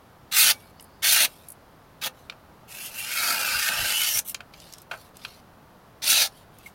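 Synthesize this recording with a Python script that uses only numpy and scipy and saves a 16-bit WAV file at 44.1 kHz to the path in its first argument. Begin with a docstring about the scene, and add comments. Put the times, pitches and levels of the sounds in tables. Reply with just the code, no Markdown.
"""Over a concrete floor, close to one microphone, a knife slices a hand-held sheet of paper over low noise.
Three quick cuts come first: snapping fibres ring the sheet; between them it rubs, scraps land, steel rings.
A slow cut follows from 2.7 to 4.2 s, its gliding resonances rising as the uncut paper shortens, amid air puffs.
The sheet then rubs, flicks and ticks as its modes and creases are shaken, until a fourth quick cut at 6 s.
At the end the last strip meets the floor with a scuff and a ping."""
import sys
import numpy as np
from scipy import signal
from scipy.fft import rfft, irfft, next_fast_len
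from scipy.io import wavfile
from scipy.ndimage import uniform_filter1d, map_coordinates

SR = 44100
rng = np.random.default_rng(int(sys.argv[2]) if len(sys.argv) > 2 else 0)


def wrap_up_sound(samples):
    """Save the sound to the file named by the first command line argument, as 16-bit audio."""
    columns = np.atleast_2d(samples).T
    # keep every value between -1 and 1, then stretch to whole-number steps
    tamed = np.clip(columns, -1, 1)
    steps = np.round(tamed * 32767).astype(np.int16)
    wavfile.write(sys.argv[1], SR, steps)


N = 297586

# quick knife strokes: start t/s, end t/s, force level/dB, build-up t/s, easing off t/s,
# edge hiss level/dB re force, fastest moment t/s, flap level/dB re force, strip resonance f/Hz
QUICK_CUTS = [(0.3127, 0.518, -20, 0.058, 0.012, -1.3, 0.402, -25.5, 2590),
              (1.02, 1.256, -21, 0.021, 0.0017, -2.3, 1.127, -23, 2610),
              (2.012, 2.078, -30.5, 0.0018, 0.0084, -8, 2.068, -15.5, 2320),
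              (6.018, 6.273, -21, 0.083, 0.05, -3, 6.1, -22, 4200)]
CUT_RELEASE_S = 0.004


def amp(db):
    """Decibels to gain."""
    return 10 ** (np.asarray(db) / 20)


def unit(x):
    """Scale to rms 1."""
    return x / np.sqrt(np.mean(x ** 2) + 1e-20)


def along(points, hz):
    """Read (Hz, value) points on a log frequency axis."""
    f, v = np.transpose(points)
    return np.interp(np.log(hz + 1), np.log(f + 1), v)


def clock():
    """Time of every sample in seconds."""
    return np.arange(N) / SR


def wobble(rate):
    """A smooth random curve, rate knots a second."""
    knots = rng.standard_normal(int(N * rate / SR) + 4)
    return map_coordinates(knots, [clock() * rate])


def filtered(x, response):
    """x times a response of frequency."""
    m = next_fast_len(len(x) + 8192)
    hz = np.fft.rfftfreq(m, 1 / SR)
    return irfft(rfft(x, m) * response(hz), m)[:len(x)]


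def band(x, lo_hz, hi_hz):
    """One band of x, its slow level held at 1."""
    y = filtered(x, lambda hz: ((1 + (lo_hz / (hz + 1)) ** 12) * (1 + (hz / hi_hz) ** 12)) ** -.5)
    slow_power = np.abs(uniform_filter1d(y ** 2, size=3000))
    return y / np.sqrt(slow_power + 1e-12)


def gate(start, end, attack, release):
    """Contact rises when a stroke starts, holds near 1 and dies away after its end."""
    t = clock()
    rise = 1 - np.exp(-np.maximum(t - start, 0) / attack)
    return rise * np.exp(-np.minimum(np.maximum(t - end, 0) / release, 20))


def background():
    """Steady low noise of the surroundings whose middle swells slowly."""
    # spectral shape of the place: f/Hz, relative level/dB per Hz
    place_colour = [(20, -10), (60, -1), (160, 0), (340, -7), (750, -5.5), (1300, -9.5), (1900, -16.5),
                    (2400, -21), (3200, -22), (5000, -26), (8000, -33), (10000, -30), (15500, -29)]
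    air = unit(filtered(rng.standard_normal(N), lambda hz: amp(along(place_colour, hz))))
    middle_shape = [(200, -21.5), (550, 11.5), (1600, 11.5), (5000, -28)]
    middle = filtered(air, lambda hz: amp(along(middle_shape, hz)))
    swell = amp(0.3 * wobble(1.5))  # the boosted middle deepens this small swell
    return amp(-52.5) * (air + (swell - 1) * middle)


def room(x):
    """A short scatter from the floor and nearby walls, as noise that decays faster in the treble."""
    # decay by frequency: f/Hz, t60/s
    decay_times = [(200, 0.35), (2000, 0.09), (12000, 0.08)]
    hz, t, z = signal.stft(rng.standard_normal(SR // 3), SR, nperseg=256)
    decay = amp(-60 * t / along(decay_times, hz)[:, None])
    tail = signal.istft(z * decay, SR, nperseg=256)[1]
    delayed = np.pad(tail, (SR // 300, 0))
    return signal.fftconvolve(x, delayed / np.linalg.norm(tail))[:N]


def puffs():
    """The moving sheet pushes soft low buffets of air against the microphone."""
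    # buffets: t/s, level/dB, half length t/s (to 1/e)
    buffets = [(3.57, -49, .05), (3.81, -38.5, .045), (4.17, -48, .03)]
    push = sum(amp(db) * np.exp(-((clock() - s) / length) ** 2) for s, db, length in buffets)
    colour = [(20, -10), (50, 0), (110, -5), (300, -24), (2000, -80)]
    return push * unit(filtered(rng.standard_normal(N), lambda hz: amp(along(colour, hz))))


def blade():
    """Faint steel modes hang on after the first cut, wavering as the knife turns."""
    # thin ring of the freed blade: start t/s, f/Hz, starting level/dB, t60/s
    steel_modes = [(0.53, 2280, -50, .55), (0.73, 4484, -65, 2.4), (0.78, 4953, -66, 2.4)]
    t, out = clock(), 0
    for s, hz, db, t60 in steel_modes:
        level = db - 60 * np.abs(t - s) / t60 + 3.5 * wobble(35)
        out = out + (t > s) * amp(level) * np.sin(2 * np.pi * hz * t)
    return out


def tap(s, db, pitch, spread, t60):
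    """A tap shakes a cluster of quickly damped paper modes around its pitch."""
    out, t = np.zeros(N + SR), np.arange(SR // 6) / SR
    cluster = lambda hz: 1 / (1 + (np.log2((hz + 1) / pitch) / spread) ** 2) ** 0.77
    ring = filtered(rng.standard_normal(len(t)), cluster)
    fade = amp(-60 * t / t60) * (1 - np.exp(-t / (t60 * 0.056)))
    # 8.5 dB brings the noise's rms near its nominal peak
    out[round(s * SR):][:len(t)] = amp(db + 8.5) * unit(ring * fade) * np.sqrt(np.mean(fade ** 2))
    return out[:N]


def landings(count):
    """Strips touch the concrete and skip, count touches each; the last lands once on its stiff edge."""
    # strips landing flat: t/s, nominal peak level/dB
    falls = [(0.807, -45.5), (1.485, -37)]
    # last strip, a scuff and a ping: t/s, nominal peak level/dB, f/Hz, spread/octaves, t60/s
    edge_landing = [(6.658, -52, 8900, 1.2, 0.13), (6.66, -41, 2186, 0.04, 0.052)]
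    skip_s, skip_loss_db = 0.017, 1.5
    skips = sum(tap(s + k * skip_s, db - k * skip_loss_db, pitch=10440, spread=0.21, t60=0.023)
                for s, db in falls for k in range(count))
    return skips + sum(tap(*row) for row in edge_landing)


def snaps(rate, scatter_db, clump_db, clump_rate):
    """Fibres breaking at random, in clumps where the paper is denser."""
    breaks = rng.random(N) < rate / SR
    sizes = rng.standard_normal(N) * amp(scatter_db * rng.standard_normal(N))
    return unit(breaks * sizes * amp(clump_db * wobble(clump_rate)))


def sheet(x, patchy_db):
    """The sheet's colour: resonances that come and go, and small ones that wander as it bends."""
    # spectral shape of the paper: f/Hz, relative level/dB per Hz
    fibre_colour = [(150, -24), (340, -18.5), (490, -22), (630, -13), (800, -6.5), (1020, -19), (1380, -1),
                    (1870, -3), (2750, -1), (4270, -0.5), (5400, -4), (7700, -10), (10000, -6), (13000, -6),
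                    (14800, -9.5), (16000, -13.5)]
    # resonances in every quick cut: f/Hz, width f/Hz, boost level/dB
    sheet_modes = [(2140, 200, 2), (2580, 550, 3), (3540, 295, 1.5), (4230, 1300, 3.5), (6030, 590, 5.5),
                   (9340, 450, 2), (11100, 500, -1), (13200, 210, 1), (15300, 1100, 5)]
    # slow-cut resonances, rising as the uncut paper shortens:
    # start t/s, end t/s, first f/Hz, last f/Hz, width f/Hz, boost level/dB
    gliding_modes = [(2.6, 3.12, 2660, 2700, 600, 11), (3.12, 3.8, 1400, 1480, 600, 9.5),
                     (3.1, 4.2, 2230, 3080, 540, 9.5), (3.2, 3.74, 4600, 4920, 650, 8),
                     (4.04, 4.25, 5880, 6020, 750, 11)]
    strip_boost_db, strip_width = 4.5, 1  # width as a share of the strip's pitch
    hz, t, z = signal.stft(x, SR, nperseg=512, noverlap=384)
    patches = uniform_filter1d(rng.standard_normal(z.shape), size=3, axis=0)
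    patches = unit(uniform_filter1d(patches, size=18, axis=1))
    db = along(fibre_colour, hz)[:, None] + patchy_db * patches
    present = lambda start, end: np.clip(np.minimum(t - start, end - t) / 0.23 + .5, 0, 1)
    hump = lambda centre, width: 2 ** -(2 * (hz[:, None] - centre) / width) ** 2
    shared = sum(boost * hump(centre, width) for centre, width, boost in sheet_modes)
    for start, end, *_, strip_hz in QUICK_CUTS:
        cutting = (t > start - 0.02) & (t < end + 0.02)
        db = db + cutting * (shared + strip_boost_db * hump(strip_hz, strip_width * strip_hz))
    for start, end, first, last, width, boost in gliding_modes:
        centre = np.interp(t, [start, end], [first, last])
        db = db + boost * present(start, end) * hump(centre, width)
    return signal.istft(z * amp(db), SR, nperseg=512, noverlap=384)[1][:N]


def slides():
    """Paper rubs lightly on paper, fingers and blade: sparser grains through the same sheet."""
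    # rubs: start t/s, strongest t/s, end t/s, level/dB, hiss level/dB re that
    rubs = [(0.52, 0.54, 0.71, -58, 0), (1.26, 1.29, 1.5, -57, 1), (2.13, 2.19, 2.27, -63, -3),
            (4.245, 4.302, 4.32, -45, 12), (4.52, 4.64, 4.83, -53, -6), (4.9, 4.99, 5.09, -56, -1),
            (5.14, 5.26, 5.4, -51, -7), (6.27, 6.38, 6.44, -58, -3), (6.53, 6.66, 6.7, -58, -3)]
    rise_db, fall_db, edge_s = 10, 9, 0.0062  # swell, fade, and how fast contact is made and lost
    gains = 0
    for start, top, end, db, hiss_db in rubs:
        level = np.interp(clock(), [start, top, end], [db - rise_db, db, db - fall_db])
        contact = gate(start, end, edge_s, edge_s)
        gains = gains + amp(level) * contact * amp([[0], [hiss_db]])
    mid, hiss = gains
    grains = snaps(rate=7000, scatter_db=3, clump_db=1.6, clump_rate=160)
    rub = sheet(grains, patchy_db=4.5)
    return mid * band(rub, 2200, 7300) + hiss * band(rub, 8600, 17000)


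def ticks():
    """Creases snap as the sheet is bent and gripped anew; near the end a small scrap ticks as it lands."""
    # small creases, and last a scrap landing: t/s, nominal peak level/dB, f/Hz
    creases = [(0.797, -42.5, 2900), (2.867, -40, 3800), (3.904, -23.5, 3180), (4.19, -19, 6900),
               (4.3448, -28.5, 6400), (4.601, -42.5, 5370), (4.7248, -40.5, 6500), (4.736, -35.5, 5570),
               (4.783, -42.5, 5900), (4.818, -43, 11600), (5.169, -41, 8900), (6.586, -46, 10100)]
    return sum(tap(s, db, pitch, spread=0.65, t60=0.013) for s, db, pitch in creases)


def flicks():
    """The whole sheet, flicked or bumped, rings: sharp flicks favour high modes, soft bumps low ones."""
    # flicks and bumps: t/s, nominal level/dB, brightness/dB per octave, t60/s
    shakes = [(2.2977, -31, 3.5, 0.019), (2.321, -44.5, -9, 0.042), (3.687, -23.5, 5, 0.017),
              (4.3457, -28.5, 4, 0.023), (4.405, -35, -5, 0.023), (4.537, -44.5, 7.5, 0.037),
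              (4.9119, -28, -6.5, 0.045), (4.929, -36.5, -11.5, 0.091), (5.2489, -29.5, 1, 0.024)]
    # modes of the shaken sheet: f/Hz, relative level/dB, spread/octaves
    shaken_modes = [(716, -15, 0.3), (1376, -2, 0.2), (2484, 0, 0.092), (3160, -6, 0.041),
                    (4130, -3.5, 0.21)]
    hz, mode_db, spread = np.transpose(shaken_modes)
    out = 0
    for s, db, brightness, t60 in shakes:
        tilted = mode_db + brightness * np.log2(hz)
        levels = db + tilted - tilted.max() - 3  # strongest mode 3 dB under the flick's level
        out = out + sum(tap(s, level, pitch, width, t60)
                        for level, pitch, width in zip(levels, hz, spread))
    return out


def bounces(x, share, drift_s, count):
    """Copies off hands, blade and floor; their paths change as the hands move, so fine ripples shift."""
    t, out = clock(), x
    for delay in rng.uniform(.0007, .004, count):
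        sign = rng.choice([-1, 1])
        arrival = (t - delay - drift_s * wobble(4)) * SR
        out = out + share * sign * map_coordinates(x, [arrival], order=0)
    return out


def quick_cut(start, end, db, build, ease, hiss_db, fastest, flap_db):
    """Gains of (mid band, flap, edge): the blade bites, presses on, zings at full speed and eases off."""
    bite_db, bite_dull_db = 10.5, 5.5  # the edge enters this much weaker, its hiss weaker still
    press_db, ease_db_per_s = 1.5, 275.5  # force grows along the cut and falls as the hand eases off
    flap_grows_db, flap_power = 10, 2.9  # the flap booms mostly just before it comes free
    zing_db, zing_s = 5.5, 0.03  # extra hiss at full speed, half length to 1/e
    judder_db, judder_rate = 0.6, 45  # the edge catches unevenly, knots per s
    t = np.clip(clock(), start, end)
    done = (t - start) / (end - start)
    bite = np.maximum(1 - (t - start) / build, 0)
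    easing = ease_db_per_s * np.maximum(t - end + ease, 0)
    force = db - bite_db * bite - press_db * (1 - done) - easing
    flap = force + flap_db + bite_db * bite / 2 + flap_grows_db * done ** flap_power
    zing = zing_db * np.exp(-((t - fastest) / zing_s) ** 2)
    edge = force + hiss_db - bite_dull_db * bite ** 2 + zing
    levels = [level + judder_db * wobble(judder_rate) for level in (force, flap, edge)]
    return amp(levels) * gate(start, end, 0.007, CUT_RELEASE_S)


def slow_cut():
    """Gains of (mid band, flap, edge) as the blade is drawn slowly down the whole sheet."""
    # cutting force: t/s, mid-band level/dB, edge hiss level/dB re force
    slow_force = [(2.675, -50.5, 2), (2.767, -43, -1), (2.865, -42, 4.5), (2.911, -49.5, 0),
                  (2.997, -35.5, 0.5), (3.057, -37.5, -3), (3.171, -29, -3), (3.303, -26.5, -2),
                  (3.361, -30.5, -2), (3.565, -26.5, -7), (3.573, -28.5, -4.5), (3.685, -26.5, -2.5),
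                  (3.705, -30, -6), (4.037, -26, -2), (4.131, -32, 3.5), (4.193, -31, 7.5), (4.2, -41, 8)]
    # low end of the flap: t/s, level/dB
    flap_levels = [(2.68, -64.5), (3.154, -51), (3.276, -40), (3.28, -37.5), (3.586, -43.5), (3.61, -56),
                   (3.7, -38.5), (4.106, -52), (4.2, -46)]
    s, db, hiss_db = np.transpose(slow_force)
    t = clock()
    force = np.interp(t, s, db)
    flap = np.interp(t, *np.transpose(flap_levels))
    edge = np.interp(t, s, db + hiss_db)
    return amp([force, flap, edge]) * gate(s[0], s[-1], 0.015, CUT_RELEASE_S)  # the edge eases in


def cuts():
    """The edge parts fibres; the freed flap radiates the low end, the edge itself the hiss."""
    mid, flap, edge = slow_cut() + sum(quick_cut(*stroke) for *stroke, strip_hz in QUICK_CUTS)
    fibres = snaps(rate=28000, scatter_db=1, clump_db=1.7, clump_rate=330)
    fibres = bounces(fibres, share=.2, drift_s=.00016, count=5)
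    tear = sheet(fibres, patchy_db=2.5)
    low = flap * band(tear, 150, 968)
    body = mid * band(tear, 1180, 6940)
    hiss = edge * band(tear, 7060, 17000)
    return low + body + hiss


def scene():
    """Everything reaches one microphone, sent alike to both channels."""
    paper = cuts() + slides() + flicks() + ticks() + landings(count=3)
    mono = paper + amp(-13.0) * room(paper) + blade() + puffs() + background()
    return np.array([mono, mono])


def record(dry):
    """The recorder rounds off the tallest peaks and keeps nothing above its band limit."""
    top_hz = 16200
    soft = dry / (1 + np.abs(dry / .62) ** 4) ** .25
    low_pass = lambda hz: np.clip((top_hz - hz) / 300 + .5, 0, 1)
    return np.array([filtered(x, low_pass) for x in soft])


dry = scene()
out = record(dry)
wrap_up_sound(out)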